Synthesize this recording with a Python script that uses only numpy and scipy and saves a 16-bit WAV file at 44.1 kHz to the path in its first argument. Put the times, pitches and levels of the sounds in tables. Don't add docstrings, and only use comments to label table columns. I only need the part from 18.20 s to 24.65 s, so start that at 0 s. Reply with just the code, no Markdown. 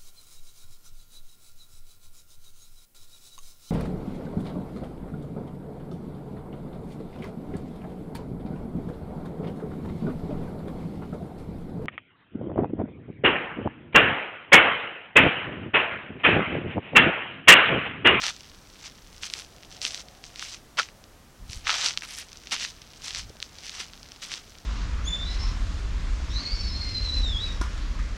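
import sys
import numpy as np
from scipy import signal
from scipy.fft import rfft, irfft
from scipy.io import wavfile
from scipy.ndimage import uniform_filter1d

SR = 44100
rng = np.random.default_rng(int(sys.argv[2]) if len(sys.argv) > 2 else 0)


def store_wav(level_fs):
    pcm = np.round(np.clip(np.atleast_2d(level_fs), -1, 1) * 32767)
    wavfile.write(sys.argv[1], SR, pcm.T.astype(np.int16))


N = 284445
TIME = np.arange(N) / SR

# frequency [Hz], gain [dB].
SNAP_COLOUR = [(150, -30.5), (600, 2.5), (1300, 1), (1900, -0.5), (4000, -2.5), (5900, -1), (6800, -8.5),
               (9500, -14.5), (15500, -30.5)]


def undb(db):
    return np.exp(np.asarray(db) * np.log(10) / 20)


def unit(x):
    return x / np.sqrt(np.mean(x ** 2))


def colour(x, points, size=2048):
    hz, db = np.transpose(points)
    bins_hz = np.maximum(np.arange(size // 2 + 1) * SR / size, 1)
    gain_db = np.interp(np.log(bins_hz), np.log(hz), db)
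    cepstrum = irfft(np.log(undb(gain_db)))
    cepstrum[1:size // 2] *= 2
    cepstrum[size // 2 + 1:] = 0
    response = irfft(np.exp(rfft(cepstrum)))
    return signal.fftconvolve(x, response)[:len(x)]


def ring(x, hz, q):
    w = 2 * np.pi * min(hz, .45 * SR) / SR
    a = np.sin(w) / (2 * q)
    return signal.lfilter([a, 0, -a], [1 + a, -2 * np.cos(w), 1 - a], x + 1e-18)


def walk(rate):
    hold = max(int(SR / rate), 2)
    steps = rng.standard_normal(N)[np.arange(N) // hold]
    return 1.2 * uniform_filter1d(steps, hold)


def cracks(rate, spread_db, cap):
    chance = np.broadcast_to(rate / SR, N)
    at = np.flatnonzero(rng.random(N) < chance)
    size = rng.exponential(size=N)[at]
    sign = np.sign(rng.random(N)[at] - .5)
    out = np.zeros(N)
    out[at] = sign * unit(undb(spread_db * np.minimum(size, cap))) / np.sqrt(chance[at])
    return out


def grains(rate, low_hz, high_hz, q, spread_db, cap, count, tilt_db=0):
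    pitches_hz = np.geomspace(low_hz, high_hz, count)
    octaves = np.log2(pitches_hz / np.sqrt(low_hz * high_hz))
    out = np.zeros(N)
    for hz, octave in zip(pitches_hz, octaves):
        out += ring(cracks(rate / count, spread_db, cap), hz, q) * undb(tilt_db * octave)
    return out


def press(s, attack, hold, release):
    early_s = np.maximum(s - TIME, 0)
    late_s = np.maximum(TIME - s - hold, 0)
    return np.exp(-np.minimum(early_s / attack + late_s / release, 20))


def tread():
    # start [s], end [s], load level [dB].
    shifts = [(0, 0.146, -48.5), (0.301, 2.32, -59), (3.4, 5.09, -55), (5.3, 6.35, -54.5)]
    # full load at [s], load level [dB], attack [s], hold [s], release [s],
    # sole rasp relative to load [dB], grit fineness [dB per octave], dust relative to load [dB].
    contacts = [(0.039, -28.5, 0.032, 0.058, .009, -8.5, -3.3, -19),
                (.592, -50.5, .018, 0.037, .03, -19, 3, -25),
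                (0.657, -40, .025, 0.015, .014, -12, -1.5, -24), (.93, -58.5, .03, 0.088, .03, -16, 4, -10),
                (1.029, -37.5, 0.0082, 0.038, .01, -13.5, 3, -13),
                (1.175, -40, 0.072, 0.015, .035, -12, 0.5, -10.5),
                (1.518, -49, .01, 0.041, 0.037, -20, 1, -22),
                (1.621, -33.5, 0.0056, 0.05, 0.048, -20, 1, -16),
                (1.734, -43, .03, 0.069, .02, -14, 3, -16), (2.052, -50.5, 0.019, .015, 0.034, -13, 3, -20),
                (2.23, -37, 0.044, .01, 0.052, -15, -0.5, -16.5),
                (2.281, -43, 0.022, 0.065, 0.022, -17, 4.2, -19),
                (2.574, -36, .002, .008, .004, -5, -7, -26), (2.587, -24, .0045, 0.0083, .009, -4, -8, -22),
                (2.611, -37.5, 0.0074, 0.009, 0.031, -10, 1, -24),
                (3.316, -45.5, 0.031, 0.051, 0.035, -18, 1.4, -8.5),
                (3.472, -28.5, 0.012, 0.057, 0.038, -7, -4.5, -39),
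                (3.549, -30, .02, 0.071, .035, -9.5, -0.5, -22),
                (3.66, -25, 0.038, 0.013, 0.028, -12, 0.5, -27),
                (3.786, -46, 0.0071, 0.0053, 0.019, -20, 2, -20),
                (3.835, -41, .008, .008, 0.021, -4.5, -7, -7.5),
                (3.895, -41.5, 0.022, 0.046, 0.036, -14, -4, -7.5),
                (3.986, -37.5, 0.013, 0.013, 0.025, -16, -6.5, -5),
                (4.32, -23.5, 0.0042, 0.02, 0.014, -11.5, -5, -21),
                (4.42, -32.5, 0.059, 0.026, 0.029, -20, -0.5, -22),
                (4.484, -45.5, .015, .018, .012, -26, 6, -10),
                (4.847, -37, 0.018, 0.041, 0.042, -14.5, 1, -14),
                (4.963, -36.5, 0.017, 0.033, .024, -14.5, 1.5, -18),
                (5.239, -47.5, .014, 0.0069, .02, -24, 6.5, -22),
                (5.388, -50.5, 0.029, .03, 0.027, -16, 2, -20),
                (5.449, -40, 0.021, 0.014, 0.056, -26, -2.5, -15.5),
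                (5.543, -41, 0.024, 0.013, .03, -11.5, 1.5, -20),
                (5.599, -34, 0.026, 0.014, 0.026, -12.5, -1, -19),
                (6.025, -37, 0.0066, 0.017, 0.035, -13, 0, -14.5),
                (6.118, -37, 0.017, 0.026, 0.039, -12.5, 1, -20)]
    settle_s, shift_rasp_db = 0.097, -11
    load = sum((undb(db) * press(start, settle_s, end - start, settle_s)) ** 2
               for start, end, db in shifts)
    rasp, fineness, hiss = load * undb(shift_rasp_db) ** 2, 0, 0
    for s, db, attack, hold, release, rasp_db, tilt_db, dust_db in contacts:
        power = (undb(db) * press(s, attack, hold, release)) ** 2
        load = load + power
        rasp = rasp + power * undb(rasp_db) ** 2
        fineness = fineness + power * tilt_db
        hiss = hiss + power * undb(dust_db) ** 2
    return 10 * np.log10(load), np.sqrt(rasp), fineness / load, np.sqrt(hiss)


def crunch(load_db, rasp, tilt_db):
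    # frequency [Hz], gain [dB].
    sand_colour = [(150, -38), (500, 0), (1000, -33), (1800, -3.5), (3000, .5), (4500, 0.5), (6100, 2),
                   (6800, -6), (7500, -6), (8800, -13.5), (11000, -26), (15500, -27)]
    # frequency [Hz], gain [dB].
    sole_colour = [(100, -62), (400, -14), (700, -4.5), (1100, -2.5), (1270, 2), (1450, -0.5), (1620, -1.5),
                   (2100, -8), (3200, -11), (8000, -34)]
    rate = np.clip(5000 * undb(.6 * (load_db + 40.0)), 900, 14000)
    slip_db = 1.15 * walk(rate=170)
    fine = grains(rate, low_hz=1600, high_hz=8230, q=2.1, spread_db=2.5, cap=4.8, count=9,
                  tilt_db=tilt_db)
    coarse = grains(.4 * rate, low_hz=706, high_hz=2140, q=2.9, spread_db=3.5, cap=5.3, count=4)
    sand = unit(colour(fine, sand_colour)) * undb(load_db - 1.45)
    sole = unit(colour(coarse, sole_colour)) * rasp * undb(-0.53)
    return (sand + sole) * undb(slip_db) + ticks(load_db)


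def ticks(load_db):
    rate = np.clip(100 * undb(.6 * (load_db + 48)), 12, 260)
    snaps = grains(rate, low_hz=2800, high_hz=7000, q=1.6, spread_db=3.3, cap=2.6, count=4, tilt_db=.5)
    moving = np.interp(load_db, [-66, -58], [0, 1])
    return unit(colour(snaps, SNAP_COLOUR)) * moving * undb(-45.5 + .86 * (load_db + 40))


def dust(gain):
    fine = grains(2000, low_hz=7500, high_hz=11500, q=2.5, spread_db=5.5, cap=4, count=3)
    dust_colour = [(3000, -40), (6000, 2.5), (7600, -2.0), (9800, -4.5), (11000, -9.0), (15500, -22)]
    return unit(colour(fine, dust_colour)) * gain


def stones(size=1024):
    # time of peak [s], peak before a common 2.5 dB cut [dB], pitch [Hz].
    single_stones = [(.0196, -13, 3400), (.066, -5.5, 3880), (0.0825, -7.5, 2880), (.1649, -23.5, 5600),
                     (0.2076, -24.5, 4730), (.298, -31.5, 4830), (.501, -32, 4130), (.7853, -38, 3500),
                     (1.0344, -12.5, 2850), (1.0443, -19, 2820), (1.1006, -17, 3800), (1.1377, -7, 4500),
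                     (1.2208, -24, 3400), (1.4332, -27, 3100), (1.449, -28.5, 3600), (1.5258, -27, 4200),
                     (1.5673, -26, 4800), (1.6168, -11, 4730), (1.6513, -3.5, 3550), (1.6661, -11, 3600),
                     (1.7078, -18.5, 4400), (1.746, -12, 4960), (1.7776, -20, 3700), (1.8067, -24, 4200),
                     (1.8855, -26, 4100), (2.0402, -20, 3570), (2.1593, -20, 4050), (2.1952, -13.5, 4000),
                     (2.2257, -14.5, 2460), (2.5722, -21, 3000), (2.5795, -14, 2400), (2.59, -6, 2140),
                     (2.5972, -7, 1460), (2.6187, -20, 3700), (2.631, -17.5, 3300), (2.688, -27, 2340),
                     (2.8407, -29.5, 4600), (3.2986, -23, 4300), (3.332, -15, 4200), (3.4704, -8.5, 2195),
                     (3.4787, -7.5, 3480), (3.4949, -4, 1940), (3.4983, -8, 3100), (3.5038, -2, 2420),
                     (3.5097, -12, 3100), (3.5147, -8, 3000), (3.5419, -7, 2600), (3.618, -10.5, 3400),
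                     (3.652, -17, 4700), (3.6615, -3.5, 4780), (3.6862, -7.5, 4300), (3.7082, -13, 2740),
                     (3.775, -4, 3230), (3.8098, -23.5, 4800), (3.822, -18.5, 1990), (3.8509, -21.5, 3600),
                     (3.9505, -22, 7200), (4.1183, -28, 4000), (4.1306, -23, 5200), (4.1724, -23.5, 6200),
                     (4.2719, -19.5, 3800), (4.311, -16, 4600), (4.3648, -13, 3000), (4.4498, -12.5, 2920),
                     (4.4616, -21, 3600), (4.6197, -28.5, 4040), (4.8821, -12.5, 3930), (4.9076, -15, 3670),
                     (4.9364, -20, 4700), (4.9486, -10.5, 3750), (4.9598, -13.5, 4800), (5.1691, -31, 3300),
                     (5.2024, -19.5, 3560), (5.219, -26, 4300), (5.2271, -11, 4250), (5.3859, -24, 4500),
                     (5.4954, -14.5, 4150), (5.604, -18, 3300), (5.7348, -23, 3080), (5.8309, -23.5, 4400),
                     (5.9196, -23, 3900), (6.0236, -23, 3900), (6.118, -16.5, 2720), (6.1398, -11.5, 3850),
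                     (6.3857, -27, 4600)]
    out, age_s = np.zeros(N + size), np.arange(size) / SR
    blow = signal.unit_impulse(size)
    noises = rng.standard_normal((len(single_stones), size))
    for (s, db, hz), noise in zip(single_stones, noises):
        fragments = noise * (.11 * np.exp(-age_s / .0006) + .012 * np.exp(-age_s / .005))
        highpass = signal.butter(3, 0.29 * hz, "high", fs=SR, output="sos")
        push = signal.sosfilt(highpass, blow + fragments)
        body = ring(ring(push, hz, q=0.89), hz, q=.6)
        chime = 0.18 * ring(push, hz * np.exp(0.23 * noise[-1]), q=5.1)
        snap = colour(body + chime, SNAP_COLOUR)
        envelope = abs(signal.hilbert(snap))
        start = max(int(s * SR) - np.argmax(envelope), 0)
        out[start:start + size] += undb(db - 2.5) * snap / envelope.max()
    return out[:N]


def slaps(size=2048):
    # start [s], peak before the high-pass [dB].
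    flat_blows = [(2.5866, -19), (2.597, -10.5), (3.493, -15), (3.505, -23), (4.329, -26)]
    # frequency [Hz], relative level [dB], t60 [s].
    sole_modes = [(786, -16, .018), (1110, -2, 0.026), (1330, 9, 0.038), (1425, 0, 0.053)]
    out, age_s = np.zeros(N + size), np.arange(size) / SR
    pop = sum(undb(db - 60 * age_s / t60) * np.sin(2 * np.pi * hz * age_s)
              for hz, db, t60 in sole_modes)
    for s, db in flat_blows:
        start = int(s * SR)
        out[start:start + size] += undb(db) * pop / abs(pop).max()
    return signal.sosfilt(signal.butter(2, 600, "high", fs=SR, output="sos"), out[:N])


def thuds(size=16384):
    # start [s], level before a common 4 dB boost [dB], pitch [Hz], decay constant [s].
    dull_knocks = [(0.054, -55, 330, .025), (1.026, -60, 232, 0.022), (1.151, -67, 480, 0.061),
                   (1.645, -56, 270, 0.018), (2.588, -56, 260, 0.018), (3.635, -55.5, 387, 0.044),
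                   (4.322, -49.5, 302, 0.021), (4.42, -57, 170, 0.028), (5.101, -44, 427, 0.0047),
                   (5.153, -51, 475, 0.0066), (5.598, -48, 257, 0.014), (6.125, -64, 160, 0.022)]
    out, age_s = np.zeros(N + size), np.arange(size) / SR
    noises = rng.standard_normal((len(dull_knocks), size))
    for (s, db, hz, decay_s), noise in zip(dull_knocks, noises):
        body = unit(ring(ring(noise, hz, q=0.99), hz, q=0.99))
        envelope = (1 - np.exp(-age_s / 0.00098)) * np.exp(-age_s / decay_s)
        start = max(int(s * SR), 0)
        out[start:start + size] += body * undb(db + 4.0) * envelope
    return out[:N]


def swells(rows):
    return sum(undb(db) * np.exp(-.5 * np.minimum(((TIME - s) / length_s) ** 2, 10 ** 2))
               for s, db, length_s in rows)


def puffs():
    # centre [s], peak of the rms gain [dB], length as Gaussian sigma [s].
    air_pushes = [(3.225, -43.5, 0.025), (3.3, -34.5, 0.0075), (3.375, -40.5, 0.017), (3.45, -47, .022),
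                  (4.97, -44, 0.033), (5.05, -41.5, 0.019), (5.1, -41, 0.0074)]
    eddy_colour = [(12, -4), (35, 11.5), (85, 5.5), (180, -7.5), (400, -36.0), (1500, -57)]
    eddies = colour(rng.standard_normal(N), eddy_colour, size=8192)
    return unit(eddies) * swells(air_pushes)


def outdoors():
    # frequency [Hz], relative density [dB per Hz].
    hush_colour = [(12, -18), (28, 1), (70, -6), (130, -9), (300, -13.5), (450, -16.5), (750, -20),
                   (1400, -20.5), (2200, -25.5), (4200, -27), (5700, -26.5), (7000, -29.5), (10000, -33),
                   (15800, -37.5)]
    # time [s], level [dB].
    far_hum = [(0, -97), (1.0, -70), (1.3, -62.5), (1.75, -56), (2.1, -62), (2.5, -68), (2.8, -62),
               (3.2, -72), (6.4, -64.5)]
    hum_colour = [(150, -10.5), (350, -9), (500, -1), (740, 4.5), (900, -8.5), (1600, -26), (5000, -50)]
    hush = unit(colour(rng.standard_normal(N), hush_colour, size=8192))
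    hush = hush * undb(-52.5 + 0.18 * walk(rate=4.7))
    drone = unit(ring(rng.standard_normal(N), hz=67.2, q=9.5)) * undb(-66.5)
    hum = unit(colour(rng.standard_normal(N), hum_colour))
    hum_db = np.interp(TIME, *np.transpose(far_hum))
    return hush + drone + hum * undb(hum_db)


def scene():
    load_db, rasp, fineness, hiss = tread()
    feet = crunch(load_db, rasp, fineness) + dust(hiss) + stones() + slaps() + thuds()
    return (feet + puffs() + outdoors())[None]


def record(dry):
    return signal.sosfilt(signal.ellip(10, .2, 70, 15900, fs=SR, output="sos"), dry)


dry = scene()
out = record(dry)
store_wav(out)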